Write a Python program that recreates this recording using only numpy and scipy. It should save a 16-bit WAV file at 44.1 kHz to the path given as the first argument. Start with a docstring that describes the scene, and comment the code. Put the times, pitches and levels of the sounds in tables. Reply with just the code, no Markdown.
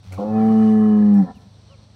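"""A pasture: one bull bellows a few metres away. A soft closed-mouth hum and a wet lip click lead to
a rough onset, a long booming note that sags as the mouth closes, and a short rattle on release.
Vocal-fold pulses and turbulent air ring the throat and nose; slack folds flap to make the growls.
Behind it a bird slurs down twice, an animal calls far off, insects hiss and a distant engine drones."""
import sys
import numpy as np
from scipy import signal
from scipy.fft import rfft, irfft
from scipy.io import wavfile

SR = 44100
rng = np.random.default_rng(int(sys.argv[2]) if len(sys.argv) > 2 else 0)


def master_out(mix):
    """Clip the mix to full scale and print it as 16-bit PCM to the path in sys.argv[1]."""
    frames = np.transpose(np.atleast_2d(mix))
    ceiling = np.clip(frames, -1, 1)
    pcm = np.round(ceiling * 32767).astype(np.int16)
    wavfile.write(sys.argv[1], SR, pcm)


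N = 85995
T = np.arange(N) / SR

# Open air and insect spectrum: freq_hz, gain_db
FIELD_SPECTRUM = [(33, -32.5), (42, -9.5), (52, 12.5), (110, 2.5), (200, 5), (340, -7.5), (600, -4),
                  (1000, -11.5), (1800, -18.5), (2800, -18.5), (4300, -9.5), (5000, -18.5), (5800, -13.5),
                  (6800, -30.5), (8300, -23), (10000, -36.5), (15500, -52)]
# Engine partials: freq_hz, level_db
ENGINE_PARTIALS = [(77.4, -57), (102.7, -50.5), (128.6, -57.5), (155, -63.5), (204, -62.5)]
# Bird slurs: start_s, length_s, from_hz, to_hz, level_db
BIRD_SLURS = [(1.342, .046, 2970, 2230, -59.5), (1.691, .066, 3080, 2040, -58)]
# Far animal hoots: start_s, length_s, peak_pitch_hz, level_db
HOOTS = [(1.686, 0.082, 283, -58), (1.779, 0.042, 267, -64.5)]
# Hoot partials: pitch_ratio, gain_db
HOOT_PARTIALS = [(2, 7.5), (4, 0), (4.85, -3.5)]

# Vocal-fold pitch: time_s, pitch_hz
FOLD_PITCH = [(.16, 93.6), (.2, 100.7), (.25, 105.8), (.31, 108), (.38, 109.6), (.48, 110.3), (.62, 109.5),
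              (.84, 107.3), (.96, 105.5), (1.08, 103.6), (1.16, 100.9), (1.2, 99.3), (1.228, 93.4),
              (1.255, 88)]
# Vocal effort and mouth opening: time_s, effort_db, open_fraction
EFFORT_AND_MOUTH = [(.17, -64, 0.4), (.22, -1.5, 0.16), (.3, 0.5, 0.29), (.39, 3.5, 0.58), (.47, 4.5, 0.65),
                    (.62, 1, 1), (.85, 1, 1), (.97, 1, 0.79), (1.08, -0.5, 0.64), (1.16, -1.5, 0.44),
                    (1.21, 1.5, 0), (1.25, -4, 0), (1.27, -43, 0.13)]
# Lip whistle bands: centre_hz, gain_db
WHISTLE_BANDS = [(5480, -65.5), (8800, -70), (12850, -74)]
# Lip whistle envelope: time_s, gain_db
WHISTLE_ENVELOPE = [(1.125, -21.5), (1.15, 4.5), (1.22, -8.5), (1.28, -13.5)]
# Wet mouth smacks: start_s, level_db, decay_s, highpass_hz
SMACKS = [(0.121, -42, 0.014, 1810), (0.134, -46, 0.019, 917), (1.136, -60, 0.049, 4930),
          (1.35, -71, 0.11, 7000)]
# Smack spectrum: freq_hz, gain_db
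SMACK_SPECTRUM = [(500, -9), (1000, -4), (1380, 13.5), (1650, -5), (2400, 7.5), (3200, -20.5), (4300, -7.5),
                  (8500, -10), (12000, -15.5), (15500, -19.5)]
# Throat resonance flares: start_s, length_s, freq_hz, level_db
GRUNT_FLARES = [(.174, 0.016, 1095, -34), (0.182, 0.021, 545, -24.5), (0.193, 0.02, 1076, -34.5),
                (0.23, 0.052, 750, -28.5), (.462, 0.079, 186.5, -31), (1.286, 0.039, 763, -37.5),
                (1.362, 0.021, 204, -35.5), (1.435, 0.073, 192.5, -42.5)]
# Growl as the folds start: time_s, level_db
ONSET_ENVELOPE = [(.105, -54), (.125, -40.5), (.169, -50.5), (.182, -28.5), (.236, -26.5), (.275, -34),
                  (.33, -38), (.42, -63)]
# Mouth resonances at onset: centre_hz, width_hz, gain_db
ONSET_MODES = [(294, 180, 0), (512, 103, 4), (701, 150, 0), (847, 21, -1), (1111, 32, -16),
               (1400, 25, -9.5)]
# Growl as the folds stop: time_s, level_db
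RELEASE_ENVELOPE = [(1.1, -55.5), (1.17, -33.5), (1.235, -43), (1.28, -32), (1.308, -35.5), (1.318, -52),
                    (1.42, -51), (1.55, -72)]
# Mouth resonances at release: centre_hz, width_hz, gain_db
RELEASE_MODES = [(223, 44, 10), (470, 130, -4.5), (735, 100, -0.5), (997, 80, -4.5), (1350, 60, -10.5),
                 (1760, 82, -14), (2120, 80, -26)]
# Throat turbulence spectrum: freq_hz, gain_db
TURBULENCE_SPECTRUM = [(60, -23), (130, 0), (185, 7), (300, -2), (370, -15), (470, -1), (620, -15),
                       (850, -7.5), (1300, -13), (1520, -29), (2200, -23.5), (2700, -36), (4200, -45),
                       (15000, -45.5)]
# Mouth hiss envelope: time_s, level_db
HISS_ENVELOPE = [(.03, -61), (.07, -57.5), (.16, -58.5), (.2, -53), (.27, -66.5), (.42, -58), (.68, -54.5),
                 (.82, -67.5), (1, -83.5)]
# Mouth hiss spectrum: freq_hz, gain_db
HISS_SPECTRUM = [(200, -6.5), (1300, 5.5), (1600, -4), (2400, 1), (4200, -0.5), (6000, -5), (7000, -10),
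                 (11000, -16), (15500, -22.5)]
# Open-mouth rasp envelope: time_s, level_db
RASP_ENVELOPE = [(.28, -59.5), (.37, -41), (.59, -44), (.71, -48), (.9, -45.5), (1.12, -62.5)]
# Open-mouth resonances: centre_hz, width_hz, gain_db
OPEN_MOUTH_MODES = [(742, 110, -5), (1090, 120, -2), (1264, 92, -1)]
# Resonance sliding with the jaw: time_s, centre_hz, level_db
JAW_SLIDE = [(.26, 2620, -64.5), (.38, 2494, -56), (.41, 2330, -55.5), (.47, 2207, -59.5), (.56, 2140, -64),
             (.85, 2225, -74)]
# Nasal ring envelope: time_s, gain_db
NASAL_ENVELOPE = [(.24, -25), (.33, -12.5), (.39, -2.5), (.7, -1), (.9, -3.5), (1.05, -4.5), (1.2, -9.5),
                  (1.26, -13.5)]
# Nasal resonances: centre_hz, width_hz, shut_gain_db, open_gain_db, noise_ratio
NASAL_MODES = [(1716, 83, -43.5, -48, 0.43), (1946, 57, -48, -58, 0.7), (2435, 27, -58, -59.5, 0.6),
               (2969, 93, -69.5, -57.5, .4), (5950, 180, -95, -71, .3), (8200, 260, -92, -72, .15),
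               (9570, 520, -76, -79, .2), (12000, 350, -92.5, -80.5, .2)]
# Throat resonances: centre_hz, half_width_hz, shut_gain_db, half_open_gain_db, open_gain_db
THROAT_MODES = [(296.2, 26.7, -28, -34, -36), (432.3, 20, -48, -31, -27.5), (524.6, 14, -31, -33.5, -57),
                (657, 11, -52.5, -43, -45), (768.3, 25, -49, -33, -35), (785, 18.1, -36.5, -37, -65),
                (953, 6.4, -63.5, -52.3, -57.5), (1066, 30.9, -54, -47, -45),
                (1181.7, 4.8, -69.5, -66.5, -50.5), (1264, 33, -72, -49, -55),
                (1396, 14.0, -63.5, -59, -70)]
# First harmonic: time_s, level_db
HUM_ENVELOPE = [(.04, -99), (.075, -37.5), (.125, -34), (.18, -29), (.215, -56), (.31, -30.5), (.7, -32.5),
                (1.15, -37), (1.23, -43.5), (1.28, -97)]
# Second harmonic: time_s, level_db
BOOM_ENVELOPE = [(.05, -46.5), (.17, -57.5), (.195, -26), (.22, -30.5), (.28, -25.5), (.37, -16),
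                 (.46, -14), (.6, -11.5), (.88, -12.5), (1.08, -12), (1.2, -10.5), (1.235, -15),
                 (1.254, -32.5), (1.33, -71)]


def undb(db):
    return 10 ** (np.asarray(db) / 20)


def unit_rms(x):
    return x / np.sqrt(np.mean(x ** 2))


def curve(rows, column=1):
    """Table column interpolated over time."""
    rows = np.array(rows)
    return np.interp(T, rows[:, 0], rows[:, column])


def envelope(rows):
    """Gain from a dB curve, zero outside it."""
    return undb(curve(rows)) * (T > rows[0][0]) * (T < rows[-1][0])


def progress(start_s, length_s):
    return np.clip((T - start_s) / length_s, 0, 1)


def butter(x, order, cutoff_hz, kind="low"):
    return signal.sosfilt(signal.butter(order, cutoff_hz, kind, fs=SR, output="sos"), x)


def wander(rate_hz):
    """Smooth random signal, rms 1."""
    return unit_rms(butter(rng.standard_normal(2 * N), 2, rate_hz)[N:])


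def noise(spectrum):
    """Coloured noise, rms 1."""
    hz, db = np.array(spectrum).T
    bins_hz = np.maximum(np.fft.rfftfreq(N, 1 / SR), 1)
    gain = undb(np.interp(np.log(bins_hz), np.log(hz), db))
    return unit_rms(irfft(rfft(rng.standard_normal(N)) * gain, N))


def ring(x, hz, width_hz):
    """Two identical resonators in series, unity gain at centre."""
    b, a = signal.iirpeak(hz, hz / width_hz, fs=SR)
    return signal.lfilter(b, a, signal.lfilter(b, a, x))


def ring_modes(x, modes):
    return sum(undb(db) * ring(x, hz, width_hz) for hz, width_hz, db in modes)


def phase_rad(hz):
    return 2 * np.pi * np.cumsum(hz) / SR


def fold_pulses(phase, harmonics, scatter_rad=.006):
    """One pulse per cycle, treble smeared in time; rms 1 per harmonic."""
    return np.sqrt(2) * sum(np.cos(k * phase - scatter_rad * k ** 3) for k in range(1, harmonics + 1))


def air_and_insects(level_db=-53, flicker_db=1):
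    """Open air and insect hiss, flickering slightly."""
    return noise(FIELD_SPECTRUM) * undb(level_db + flicker_db * wander(14))


def engine(drift=.006, throb_db=1):
    """Distant drone: partials drift together and throb separately."""
    rad_per_hz = phase_rad(1 + drift * wander(10))
    out = 0
    for hz, db in ENGINE_PARTIALS:
        gain = np.sqrt(2) * undb(db + throb_db * wander(6.6))
        out += gain * np.sin(hz * rad_per_hz + 2 * np.pi * rng.random())
    return out


def far_animal(waver=.0091, arch_depth=.19):
    """Hoots that arch in pitch and level."""
    out = 0
    for start_s, length_s, hz, db in HOOTS:
        arch = np.sin(np.pi * progress(start_s, length_s))
        phase = phase_rad(hz * (1 + arch_depth * (arch - 1) + waver * wander(58)))
        tone = sum(undb(gain_db) * np.sin(ratio * phase) for ratio, gain_db in HOOT_PARTIALS)
        out += undb(db) * arch * tone
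    return out


def bird(waver=.0091):
    """Falling whistled slurs."""
    out = 0
    for start_s, length_s, from_hz, to_hz, db in BIRD_SLURS:
        along = progress(start_s, length_s)
        pitch_hz = (from_hz + (to_hz - from_hz) * along ** 2) * (1 + waver * wander(130))
        out += undb(db) * np.sqrt(np.abs(np.sin(np.pi * along))) * np.sin(phase_rad(pitch_hz))
    return out


def tree_echo(x, gain_db=-26, t60_s=.2, rise_s=.05):
    """Faint scatter from the tree line."""
    tail = rng.standard_normal(N) * undb(-60 * T / t60_s) * np.minimum(T / rise_s, 1)
    return undb(gain_db) * signal.fftconvolve(x, tail / np.linalg.norm(tail))[:N]


def lip_whistle(width_hz=50):
    """Air whistles thinly through the closing lips."""
    bands = (undb(db) * unit_rms(ring(rng.standard_normal(N), hz, width_hz)) for hz, db in WHISTLE_BANDS)
    return envelope(WHISTLE_ENVELOPE) * sum(bands)


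def lip_smacks(crackle_db=2, attack_s=.004):
    """The wet mouth crackles as it opens and shuts."""
    out = 0
    for start_s, db, decay_s, highpass_hz in SMACKS:
        age_s = np.maximum(T - start_s, 0)
        shape = np.minimum(age_s / attack_s, 1) * np.exp(-np.maximum(age_s - attack_s, 0) / decay_s)
        crackle = noise(SMACK_SPECTRUM) * undb(crackle_db * wander(400))
        out += undb(db) * shape * unit_rms(butter(crackle, 2, highpass_hz, "high"))
    return out


def grunts():
    """Single throat resonances flare as the folds catch, strain and let go."""
    out = 0
    for start_s, length_s, hz, db in GRUNT_FLARES:
        shape = np.sin(np.pi * progress(start_s, length_s)) ** 2
        out += undb(db) * shape * np.sin(2 * np.pi * hz * (T - start_s))
    return out


def growl(levels, modes, lowpass_hz, jitter, air_ratio):
    """Slack folds flap unevenly and ring the half-open mouth."""
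    phase = phase_rad(curve(FOLD_PITCH) * (1 + jitter * wander(70)))
    air = (1 + np.cos(phase)) * rng.standard_normal(N)
    flaps = unit_rms(fold_pulses(phase, harmonics=29)) + air_ratio * air
    mouth = lambda x: butter(ring_modes(x, modes), 8, lowpass_hz)
    return mouth(flaps * envelope(levels)) / np.std(mouth(flaps))


def breath(puffs, opening, turbulence_db=-43, shut_gain_db=-1):
    """Throat turbulence and mouth hiss, pulsed by the folds."""
    gain = envelope(EFFORT_AND_MOUTH) * undb(turbulence_db + shut_gain_db * (1 - opening))
    turbulence = gain * noise(TURBULENCE_SPECTRUM)
    hiss = envelope(HISS_ENVELOPE) * noise(HISS_SPECTRUM)
    return puffs * (turbulence + hiss)


def rasp(puffs, flare_db=2.5):
    """Uneven flares of turbulence ring the open mouth."""
    jet = puffs * rng.standard_normal(N) * undb(flare_db * wander(25))
    return envelope(RASP_ENVELOPE) * unit_rms(ring_modes(jet, OPEN_MOUTH_MODES))


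def jaw_ring(phase, half_width_hz=40):
    """A resonance slides down as the jaw drops, lifting harmonics in turn."""
    centre_hz, pitch_hz = curve(JAW_SLIDE), curve(FOLD_PITCH)
    level = envelope([(time_s, db) for time_s, _, db in JAW_SLIDE])
    gain = lambda hz: 1 / (1 + ((hz - centre_hz) / half_width_hz) ** 4)
    return np.sqrt(2) * level * sum(gain(k * pitch_hz) * np.cos(k * phase) for k in range(17, 30))


def nose(phase, puffs, opening, flutter_db=2):
    """Fold pulses and puffs of air ring the nose; mouth opening sets the balance."""
    pulses = fold_pulses(phase, harmonics=124)
    out = 0
    for hz, width_hz, shut_db, open_db, noise_ratio in NASAL_MODES:
        gain = undb(shut_db + opening * (open_db - shut_db) + flutter_db * wander(42))
        air = unit_rms(ring(puffs * rng.standard_normal(N), hz, width_hz))
        out += gain * (ring(pulses, hz, width_hz) + noise_ratio * air)
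    return envelope(NASAL_ENVELOPE) * out


def throat(phase, opening, smear_rad=.55):
    """Throat resonances weight harmonics 3-15 and spread each pulse over its cycle."""
    pitch_hz = curve(FOLD_PITCH)
    out = 0
    for hz, half_width_hz, *gains_db in THROAT_MODES:
        peak_gain = undb(np.interp(opening, [0, .5, 1], gains_db))
        for k in range(3, 16):
            gain = peak_gain / (1 + ((k * pitch_hz - hz) / half_width_hz) ** 2)
            out += gain * np.cos(k * phase - smear_rad * (k - 4) ** 2)
    return np.sqrt(2) * envelope(EFFORT_AND_MOUTH) * out


def hum_and_boom(phase, shimmer_db=.15):
    """The folds' two lowest harmonics; the second carries the boom."""
    hum = envelope(HUM_ENVELOPE) * np.cos(phase)
    boom = envelope(BOOM_ENVELOPE) * np.cos(2 * phase)
    return np.sqrt(2) * (hum + boom) * undb(shimmer_db * wander(33))


def bellow(jitter=.0018, puff_depth=.41):
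    """Steadily vibrating folds voice the note and chop the breath into puffs."""
    phase = phase_rad(curve(FOLD_PITCH) * (1 + jitter * wander(67)))
    opening = curve(EFFORT_AND_MOUTH, column=2)
    puffs = 1 + puff_depth * np.cos(phase)
    voice = hum_and_boom(phase) + throat(phase, opening) + nose(phase, puffs, opening) + jaw_ring(phase)
    return voice + breath(puffs, opening) + rasp(puffs)


def scene():
    onset = growl(ONSET_ENVELOPE, ONSET_MODES, lowpass_hz=1340, jitter=.03, air_ratio=.35)
    release = growl(RELEASE_ENVELOPE, RELEASE_MODES, lowpass_hz=2130, jitter=.05, air_ratio=.45)
    bull = onset + bellow() + release + lip_whistle() + lip_smacks() + grunts()
    return (bull + tree_echo(bull) + bird() + far_animal() + engine() + air_and_insects())[None]


def record(dry, cutoff_hz=15800):
    """Steep low-pass on the top treble."""
    return signal.sosfilt(signal.ellip(10, .1, 80, cutoff_hz, fs=SR, output="sos"), dry)


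dry = scene()
out = record(dry)
master_out(out)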